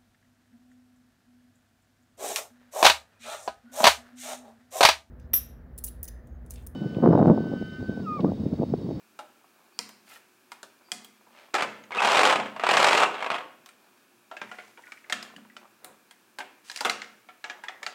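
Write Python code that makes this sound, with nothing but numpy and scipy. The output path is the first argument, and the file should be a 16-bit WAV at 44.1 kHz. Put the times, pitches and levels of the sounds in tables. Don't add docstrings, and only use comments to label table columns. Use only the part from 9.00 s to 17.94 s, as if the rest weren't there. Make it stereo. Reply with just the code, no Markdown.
import sys
import numpy as np
from scipy import signal
from scipy.fft import rfft, irfft
from scipy.io import wavfile
from scipy.ndimage import uniform_filter1d

SR = 44100
rng = np.random.default_rng(int(sys.argv[2]) if len(sys.argv) > 2 else 0)


def bounce(signal):
    frames = np.transpose(np.atleast_2d(signal))
    limited = np.clip(frames, -1, 1)
    pcm = np.round(limited * 32767).astype(np.int16)
    wavfile.write(sys.argv[1], SR, pcm)


N = 394254
TIME = np.arange(N) / SR
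RING_TIME = TIME[:3072]
TOP_HZ = 15900
CRACK_T60_S, KNOCK_RISE_S = 0.0087, 0.00089
RING_DIRECT_DB, RING_RADIATED_DB = 1, -9
FILTERS = {}


def undb(db):
    return 10 ** (np.asarray(db) / 20)


def unit(x):
    return x / np.sqrt(np.mean(x ** 2))


def unit_blow(x):
    return x / np.sqrt(np.mean(x[..., :530] ** 2))


def along(points, hz):
    f, v = np.transpose(points)
    return np.interp(np.log(np.maximum(hz, 1)), np.log(f), v)


def colour(x, points):
    n = x.shape[-1]
    return irfft(rfft(x) * undb(along(points, np.fft.rfftfreq(n, 1 / SR))), n)


def band(x, lo, hi, order=2):
    key = lo, hi, order
    if key not in FILTERS:
        FILTERS[key] = signal.butter(order, [lo, min(hi, .45 * SR)], "band", fs=SR, output="sos")
    return signal.sosfilt(FILTERS[key], x)


def fade(t, t60):
    return np.exp(-np.log(1000) * t / max(t60, 1e-3))


def pan(db):
    return undb(np.array([[db], [-db]]) / 2)


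def add(out, s, x):
    i = int(max(s, 0) * SR)
    out[:, i:i + x.shape[1]] += x[:, :max(N - i, 0)]


# f/Hz, side minus mid level/dB
STEREO_WIDTH = [(100, -15), (300, -22), (600, -19), (1100, -12), (2200, -8), (4500, -2.5), (9000, -.5)]
def stereo_noise(size, width_db=0):
    mid, side = rng.standard_normal((2, size))
    side = colour(side, [(f, db + width_db) for f, db in STEREO_WIDTH])
    equal_power = [(f, -10 * np.log10(1 + undb(db + width_db) ** 2)) for f, db in STEREO_WIDTH]
    return colour(np.array([mid + side, mid - side]), equal_power)


def mode(hz, t60, t):
    lag = np.arctan(undb(along(STEREO_WIDTH, hz))) * rng.choice([-1, 1])
    return np.sin(2 * np.pi * hz * t + np.array([[lag], [-lag]])) * fade(t, t60)


# f/Hz, relative level/dB
AIR_SPECTRUM = [(40, -36), (80, -35), (115, -8.5), (150, -17.5), (210, -2.5), (290, -4), (370, -3.5),
                (470, -11), (1100, -8.5), (1700, -7), (1980, -16.5), (2420, -6), (2900, -13.5),
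                (15500, -16)]
def air_and_fan(air_db=-60, fan_hz=358, fan_db=-76.5):
    air = unit(colour(stereo_noise(N, width_db=4), AIR_SPECTRUM))
    hum = unit(band(rng.standard_normal(N), fan_hz - 2, fan_hz + 2))
    return undb(air_db) * air + undb(fan_db) * hum


# f/Hz, relative level/dB, T60/s
CHASSIS_MODES = [(477.5, -9.5, 0.08), (606, -9.5, 0.12), (728.8, -4, 0.12), (824, -4.5, 0.027),
                 (932, 0, 0.039), (1228, 0, 0.03), (1338, 2.5, 0.033), (1678, 1.5, 0.06),
                 (1872, 0.5, 0.049), (2130, -2.5, 0.064), (2447, 5, 0.04), (2836, 2.5, 0.033),
                 (3260, 5, 0.023), (5050, -7, 0.016)]
CHASSIS_RINGS = np.array([undb(db) * np.sin(2 * np.pi * hz * RING_TIME) * fade(RING_TIME, t60)
                          for hz, db, t60 in CHASSIS_MODES])
def chassis(detune=0.0043):
    ring = rng.standard_normal(len(CHASSIS_MODES)) @ CHASSIS_RINGS
    stretch = np.exp(detune * rng.standard_normal())
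    return unit_blow(band(np.interp(RING_TIME * stretch, RING_TIME, ring), 370, 6300))


BAND_EDGES = [370, 1200, 3500, 8000, 16000]
# f/Hz, relative level/dB
SHELL_SPECTRUM = [(250, 3.5), (450, -13.5), (800, -2.5), (1100, -5), (1600, 3.5), (2900, -2), (3900, -5.5),
                  (5000, -6), (8300, -13), (10500, -19.5), (16000, -31.5)]
# t/s, level/dB, knock offset/dB, hardness as treble slope/(dB per octave),
# main ring f/Hz, second ring f/Hz, tick offset/dB
CONTACTS = [(0.19, -43.5, 4, -3.5, 840, 1350, -2), (0.891, -53.5, -1, 0, 6160, 11900, 1),
            (1.116, -50.5, -19, -17, 1337, 3586, -6), (1.158, -50, -9, -16, 1840, 1370, -4),
            (1.518, -43, -1.5, -2.5, 2130, 1410, -2), (1.63, -45.5, 0, 1, 1480, 7140, -9),
            (2.046, -53.5, -3.5, 1, 3260, 14500, 1), (2.541, -24.5, -1.5, -4.5, 1366, 812, -9),
            (2.55, -24, -5.5, -6.5, 1328, 2400, -6), (2.622, -25.5, -6.5, -5.5, 1202, 2361, -7.5),
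            (2.838, -52, -15, -4, 2120, 6500, -10), (4.66, -53, -2, 1.5, 1090, 15000, -6),
            (4.689, -50.5, -13, -3.5, 2375, 1390, 2), (5.313, -43.5, 2.5, -9, 1365, 660, -8),
            (5.367, -38.5, -8.5, -9, 1620, 2600, -12), (5.415, -35, -3, -8.5, 1594, 2430, -8),
            (5.514, -40, -4, -11, 1424, 1980, -9), (5.585, -40.5, -6, -12.5, 1430, 2050, -5),
            (5.774, -49.5, -18, -13, 2330, 1430, -12), (5.9199, -40, -13, -7.5, 2280, 1870, -4),
            (6.098, -35, -6, -3.5, 2110, 1679, -8), (6.124, -25.5, -15.5, -2, 1806, 3200, -9.5),
            (6.128, -28, -13, -4.5, 3150, 2120, -14), (6.2272, -45.5, -3, 4, 5030, 2002, -14),
            (6.363, -47, -18, -4.5, 2930, 1790, -2), (6.566, -43, -9, -4.5, 1376, 3030, -12),
            (6.845, -50, -3, 2.5, 9700, 14600, 1), (7.11, -51, -7.5, -3, 3260, 1620, 2),
            (7.386, -35.5, -2.5, -3.5, 1616, 853, -3), (7.403, -35, -4.5, -9.5, 918, 1593, -11),
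            (7.6983, -39, -9.5, 0, 1640, 4230, -22), (7.715, -45, -10, 3, 3260, 5000, -13),
            (7.761, -40.5, -13, 3.5, 2560, 4650, -13), (7.774, -42.5, -16, 5, 3219, 4834, -17),
            (7.8074, -33, 2.5, 2.5, 4820, 837, -13), (7.8486, -26.5, -5, -2, 3520, 1490, -9),
            (7.8535, -25.5, 0.5, -4.5, 1430, 734, -2), (7.863, -29.5, -3, -10, 1438, 2620, -10),
            (7.8965, -24.5, -9.5, 0, 4090, 2100, -13.5), (8.018, -36, -14, -3.5, 4300, 2050, -24),
            (8.044, -47, -24, -4, 2060, 4100, -14), (8.287, -46, -4, -12, 1363, 2230, -20),
            (8.441, -35, -9.5, -4.5, 1680, 4070, -21), (8.448, -41.5, -2, -9, 877, 2270, -14),
            (8.498, -35.5, -10, -5, 2370, 1670, -21), (8.505, -42, -2, -9, 728, 1670, -20),
            (8.637, -39, -4.5, -8, 1636, 850, -1), (8.6837, -32.5, -18, -9.5, 1807, 3380, -22),
            (8.691, -45.5, 2.5, -6, 765, 2410, -11), (8.8296, -35.5, -8, -4.5, 2250, 1790, -6),
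            (8.8643, -31, -11, -1, 4550, 2390, -17), (8.871, -43.5, 1, -3, 739, 1650, -14)]
def clicks(chassis_db=-8, crack_db=-2, second_ring_db=-2.5, ring_corner_hz=1106):
    direct, radiated = np.zeros((2, 2, N))
    centres = np.sqrt(np.multiply(BAND_EDGES[:-1], BAND_EDGES[1:]))
    octaves = np.maximum(np.log2(centres / centres[1]), 0)
    crack = undb(crack_db) * unit_blow(fade(RING_TIME, CRACK_T60_S))
    for s, level_db, knock_db, hardness, ring_hz, second_hz, tick_db in CONTACTS:
        levels = level_db + hardness * octaves + np.array([knock_db, 0, 0, tick_db])
        t60 = 0.085 * 2 ** (knock_db / 15 - hardness / 14)
        touch_s = 0.0003 * 2 ** (-hardness / 6.5)
        rises = [1 - np.exp(-RING_TIME / rise_s) for rise_s in (KNOCK_RISE_S, touch_s, touch_s, touch_s)]
        shell = unit(colour(stereo_noise(len(RING_TIME)), SHELL_SPECTRUM))
        body = undb(chassis_db) * chassis()
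        for lo, hi, db, rise in zip(BAND_EDGES, BAND_EDGES[1:], levels, rises):
            band_t60 = t60 * (1000 / max(lo, 1000)) ** 0.11
            decay = unit_blow(unit_blow(fade(RING_TIME, band_t60)) + crack)
            dense_modes = unit_blow(band(rise * (shell * decay + body), lo, hi, order=3))
            rings = 0
            for hz, share_db in ((ring_hz, 0), (second_hz, second_ring_db)):
                if lo <= hz < hi:
                    ring = mode(hz, t60 * min(1, ring_corner_hz / hz), RING_TIME)
                    rings += undb(share_db) * unit_blow(rise * ring)
            add(direct, s, undb(db) * unit_blow(dense_modes + undb(RING_DIRECT_DB) * rings))
            add(radiated, s, undb(db) * unit_blow(dense_modes + undb(RING_RADIATED_DB) * rings))
    return direct * pan(-0.8), radiated * pan(-0.8)


# start t/s, end t/s, base level/dB
GRIP_SPANS = [(0.399, 0.753, -66.5), (1.544, 2.495, -59.5), (5.403, 6.798, -55.5), (8.299, 8.939, -55)]
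def fingertips(scatter_db=6, bumps_per_span=14):
    out = np.zeros((2, N))
    for start, end, db in GRIP_SPANS:
        for when, size in rng.uniform(0, 1, (bumps_per_span, 2)):
            bump = band(tooth(edge_db=0), 180, 1200)
            add(out, start + when * (end - start), undb(db + scatter_db * size) * bump)
    return out


# centre t/s, f/Hz, peak level/dB, duration/s
SLIPS = [(0.765, 4550, -69, 0.12), (1.874, 4700, -67, 0.1), (2.928, 2200, -33, .014),
         (2.989, 2580, -22, .018), (3.983, 2800, -26, .014), (4.062, 2780, -28, .016),
         (5.88, 1466, -52, .075)]
def squeaks(waver=0.032):
    out = np.zeros((2, N))
    for s, hz, db, length in SLIPS:
        n = int(length * SR)
        pitch = hz * (1 + waver * unit(uniform_filter1d(rng.standard_normal(n), size=100)))
        squeak = unit(np.sin(2 * np.pi * np.cumsum(pitch) / SR)) * np.hanning(n)
        add(out, s - length / 2, undb(db) * squeak * np.ones((2, 1)))
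    return out


# f/Hz, relative level/dB, T60/s
HUB_MODES = [(2440, -12, 0.038), (3260, -6, .014), (4680, -2.5, 0.0099), (5080, -5, 0.012),
             (5480, -5.5, 0.0096), (7120, -3, 0.0091), (8200, -5, 0.011)]
# t/s, level/dB, most strongly driven f/Hz
HUB_SNAPS = [(0.7902, -27, 5330), (1.918, -28, 3230), (1.9228, -36.5, 3250)]
def hub_snaps(focus_db=7, focus_octaves=0.078, crack_db=-7, knock_db=-16):
    direct, radiated = np.zeros((2, 2, N))
    knock_lo, knock_hi = BAND_EDGES[:2]
    for s, level_db, focus_hz in HUB_SNAPS:
        ring = 0
        for hz, db, t60 in HUB_MODES:
            boost_db = focus_db * np.exp(-(np.log2(hz / focus_hz) / focus_octaves) ** 2)
            ring += undb(db + boost_db) * mode(hz, t60, RING_TIME)
        ring = unit_blow(band(ring, knock_hi, TOP_HZ, order=3))
        burst = stereo_noise(len(RING_TIME)) * fade(RING_TIME, CRACK_T60_S)
        crack = undb(crack_db) * unit_blow(band(burst, knock_hi, 6700))
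        knock = undb(knock_db) * unit_blow(band(chassis(), knock_lo, knock_hi, order=3))
        add(direct, s, undb(level_db) * (unit_blow(crack + ring) + knock))
        add(radiated, s, undb(level_db) * (unit_blow(crack + undb(RING_RADIATED_DB) * ring) + knock))
    return direct, radiated


# t/s, relative level/dB, f/Hz
TABLE_THUMPS = [(0.791, -44.5, 213), (1.924, -43.5, 216), (2.547, -49, 197), (2.624, -39.5, 199),
                (3.358, -28.5, 206), (5.416, -44, 188), (6.123, -39.5, 205), (6.364, -42.5, 216),
                (7.856, -40.5, 196)]
def table_thumps(gain_db=-2, spread=1.374):
    out = np.zeros((2, N))
    impulse = (RING_TIME == 0) * np.ones((2, 1))
    for s, db, hz in TABLE_THUMPS:
        add(out, s, undb(gain_db + db) * unit_blow(band(impulse, hz / spread, hz * spread)))
    return out


# centre t/s, duration/s, peak level/dB, centre f/Hz
SLIDES = [(1.124, 0.17, -53.5, 1440), (1.127, 0.21, -55.5, 5200), (2.41, 0.3, -55.5, 1140),
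          (5.6, 0.44, -59, 2800), (7.69, 0.13, -49.5, 3000), (6.2, 0.46, -55, 620),
          (5.886, 0.6, -63.5, 3300), (6.876, 0.21, -55, 470), (7.78, 0.17, -47.5, 2500)]
def rubs(grain_db=3, spread=2.8):
    out = np.zeros((2, N))
    for s, length, db, hz in SLIDES:
        n = int(length * SR)
        grip = undb(grain_db * unit(uniform_filter1d(rng.standard_normal(n), size=150)))
        rub = unit(band(stereo_noise(n) * grip, hz / spread, hz * spread))
        add(out, s - length / 2, undb(db) * rub * np.hanning(n))
    return out


# f/Hz, relative level/dB
TOOTH_SPECTRUM = [(90, -32.5), (200, -19.5), (380, -9), (600, 0), (1100, 3.5), (1800, -2.5), (2600, 4.5),
                  (4000, -2), (6000, -16.5), (8000, -20), (10300, -32), (12300, -38), (15000, -48.5)]
def tooth(edge_db, t60=0.05, contact_s=0.00036, chassis_db=-10.5, crack_db=-9):
    grain = unit(colour(stereo_noise(len(RING_TIME)), TOOTH_SPECTRUM))
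    rise = 1 - np.exp(-RING_TIME / contact_s)
    crack = undb(crack_db) * unit_blow(fade(RING_TIME, CRACK_T60_S))
    impact = grain * rise * (unit_blow(fade(RING_TIME, t60)) + crack)
    knock = band(impact, 175, 1760)
    edge = undb(edge_db) * band(impact, 6100, TOP_HZ)
    return unit_blow(unit_blow(knock + edge) + undb(chassis_db) * chassis())


# start t/s, end t/s, top speed/full speed
HAND_PUSHES = [(2.53, 2.651, 0.55), (2.91, 3.385, .96), (3.385, 3.49, .12), (3.59, 4.085, 1),
               (4.092, 4.278, .16), (4.292, 4.408, .28)]
def speed(speed_up=.3, slow_down=.15):
    return sum(np.interp(TIME, [a, a + speed_up * (b - a), b - slow_down * (b - a), b], [0, top, top, 0])
               for a, b, top in HAND_PUSHES)


# t/s, level/dB
TOOTH_STRIKES = [(2.907, -40), (2.919, -36), (2.948, -31.5), (2.968, -32), (2.977, -29.5), (3.004, -26),
                 (3.019, -23), (3.034, -31), (3.048, -21), (3.072, -22.5), (3.097, -26.5), (3.118, -21),
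                 (3.132, -25.5), (3.148, -20.5), (3.157, -22.5), (3.171, -18.5), (3.192, -18),
                 (3.213, -22.5), (3.233, -18), (3.252, -17), (3.272, -19.5), (3.296, -22), (3.325, -21),
                 (3.357, -21), (3.399, -28.5), (3.459, -35.5), (3.563, -35), (3.596, -31), (3.636, -22),
                 (3.667, -21.5), (3.69, -20), (3.711, -19.5), (3.738, -18.5), (3.769, -18.5), (3.8, -20),
                 (3.828, -20), (3.843, -15.5), (3.867, -19.5), (3.885, -20), (3.909, -22), (3.93, -20),
                 (3.949, -21), (3.976, -23), (4.002, -25), (4.025, -22.5), (4.033, -17.5), (4.143, -37),
                 (4.205, -35.5), (4.225, -27), (4.244, -30.5), (4.262, -27), (4.3021, -24.5),
                 (4.316, -27.5), (4.343, -28.5), (4.351, -33.5), (4.406, -39.5)]
def rolling(teeth_per_s=52, rattle_db=-27.5, slow_edge_db=-8, fast_edge_db=1, wheels=5):
    pace = speed()
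    edge_db = slow_edge_db + (fast_edge_db - slow_edge_db) * pace
    out = np.zeros((2, N))
    harder_db, bounce_s, bounce_db = 1.5, .006, -9.5
    for s, db in TOOTH_STRIKES:
        add(out, s, undb(db) * tooth(edge_db[int(s * SR)] + harder_db))
        add(out, s + bounce_s * rng.uniform(0.545, 2), undb(db + bounce_db) * tooth(slow_edge_db))
    teeth_passed = np.cumsum(pace ** .45) * teeth_per_s / SR
    jitter_teeth, scatter_db = .3, 1.5
    for wheel in range(wheels):
        offsets, sizes = rng.standard_normal((120, 2)).T
        landings = np.arange(len(offsets)) + 1 - wheel / wheels + jitter_teeth * offsets
        for i, size in zip(np.searchsorted(teeth_passed, landings), sizes):
            if 0 < i < N:
                force = pace[i] ** 0.91 * undb(rattle_db + scatter_db * size)
                add(out, i / SR, force * tooth(edge_db[i]))
    return out * pan(-1.16)


# t/s, level/dB
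BRICK_TAPS = [(5.472, -54), (5.491, -51), (5.54, -52), (5.599, -48), (5.837, -51), (5.868, -51),
              (5.972, -52), (6.041, -51.5), (6.498, -53.5), (7.787, -43), (8.709, -56), (8.882, -50)]
def chatter(base_hz=2000, spread=1.18, t60=0.037):
    out = np.zeros((2, N))
    envelope = fade(RING_TIME, t60) * (1 - np.exp(-RING_TIME / KNOCK_RISE_S))
    for s, db in BRICK_TAPS:
        hz = base_hz * spread ** rng.uniform(-0.55, 0.28)
        clack = band(stereo_noise(len(RING_TIME)) * envelope, hz / spread, hz * spread)
        add(out, s, undb(db) * unit_blow(clack))
    return out


# f/Hz, T60/s
ROOM_DECAY = [(200, 0.83), (700, 0.48), (1800, 0.53), (4000, 0.49), (13000, 0.2)]
# f/Hz, relative level/dB
TAIL_SPECTRUM = [(150, -3.5), (500, -0.5), (1500, -3), (2800, -3), (4000, -5), (9000, 1.5), (16000, 4.5)]
def wall_response(wet_db=-6.0, build_s=0.0006):
    t = TIME[:SR]
    noise, hz = rfft(stereo_noise(SR)), np.fft.rfftfreq(SR, 1 / SR)
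    tail = 0
    for centre, t60 in ROOM_DECAY:
        band_weight = along([(f, f == centre) for f, _ in ROOM_DECAY], hz)
        tail += irfft(noise * band_weight) * fade(t, t60)
    tail = colour(tail, TAIL_SPECTRUM) * (1 - np.exp(-(t / build_s) ** 2))
    midrange_gain = np.sqrt(np.mean(np.abs(rfft(tail)[:, 500:2000]) ** 2))
    return undb(wet_db) * tail / midrange_gain


def reverberation(x, patterns=5, shifts_per_s=7):
    out = 0
    for k in range(patterns):
        away = np.abs((TIME * shifts_per_s - k) % patterns - patterns / 2)
        share = np.cos(np.pi / 2 * np.minimum(away, 1))
        out += signal.fftconvolve(x * share, wall_response(), axes=1)[:, :N]
    return out


# f/Hz, relative level/dB, T60/s
ROOM_MODES = [(118, -10.5, 0.85), (211, -4, 0.88), (240.7, -8.5, 1), (283, -5, 0.45)]
def standing_waves(x, gain_db=-21):
    waves = unit(sum(undb(db) * mode(hz, t60, TIME[:SR]) for hz, db, t60 in ROOM_MODES)) / np.sqrt(SR)
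    return undb(gain_db) * signal.fftconvolve(x, waves, axes=1)[:, :N]


def scene():
    air, table = air_and_fan(), table_thumps()
    beamed, spread = np.add(clicks(), hub_snaps())
    handling = chatter() + fingertips() + rubs() + squeaks() + rolling()
    direct = handling + beamed + undb(-14) * table
    radiated = handling + undb(-0.13) * spread
    echoes = reverberation(radiated + undb(-5) * table)
    boom = standing_waves(table + undb(-5) * radiated)
    return direct + echoes + boom + air


def record(dry):
    return signal.sosfilt(signal.ellip(10, .2, 80, TOP_HZ, fs=SR, output="sos"), dry)


dry = scene()
out = record(dry)
bounce(out)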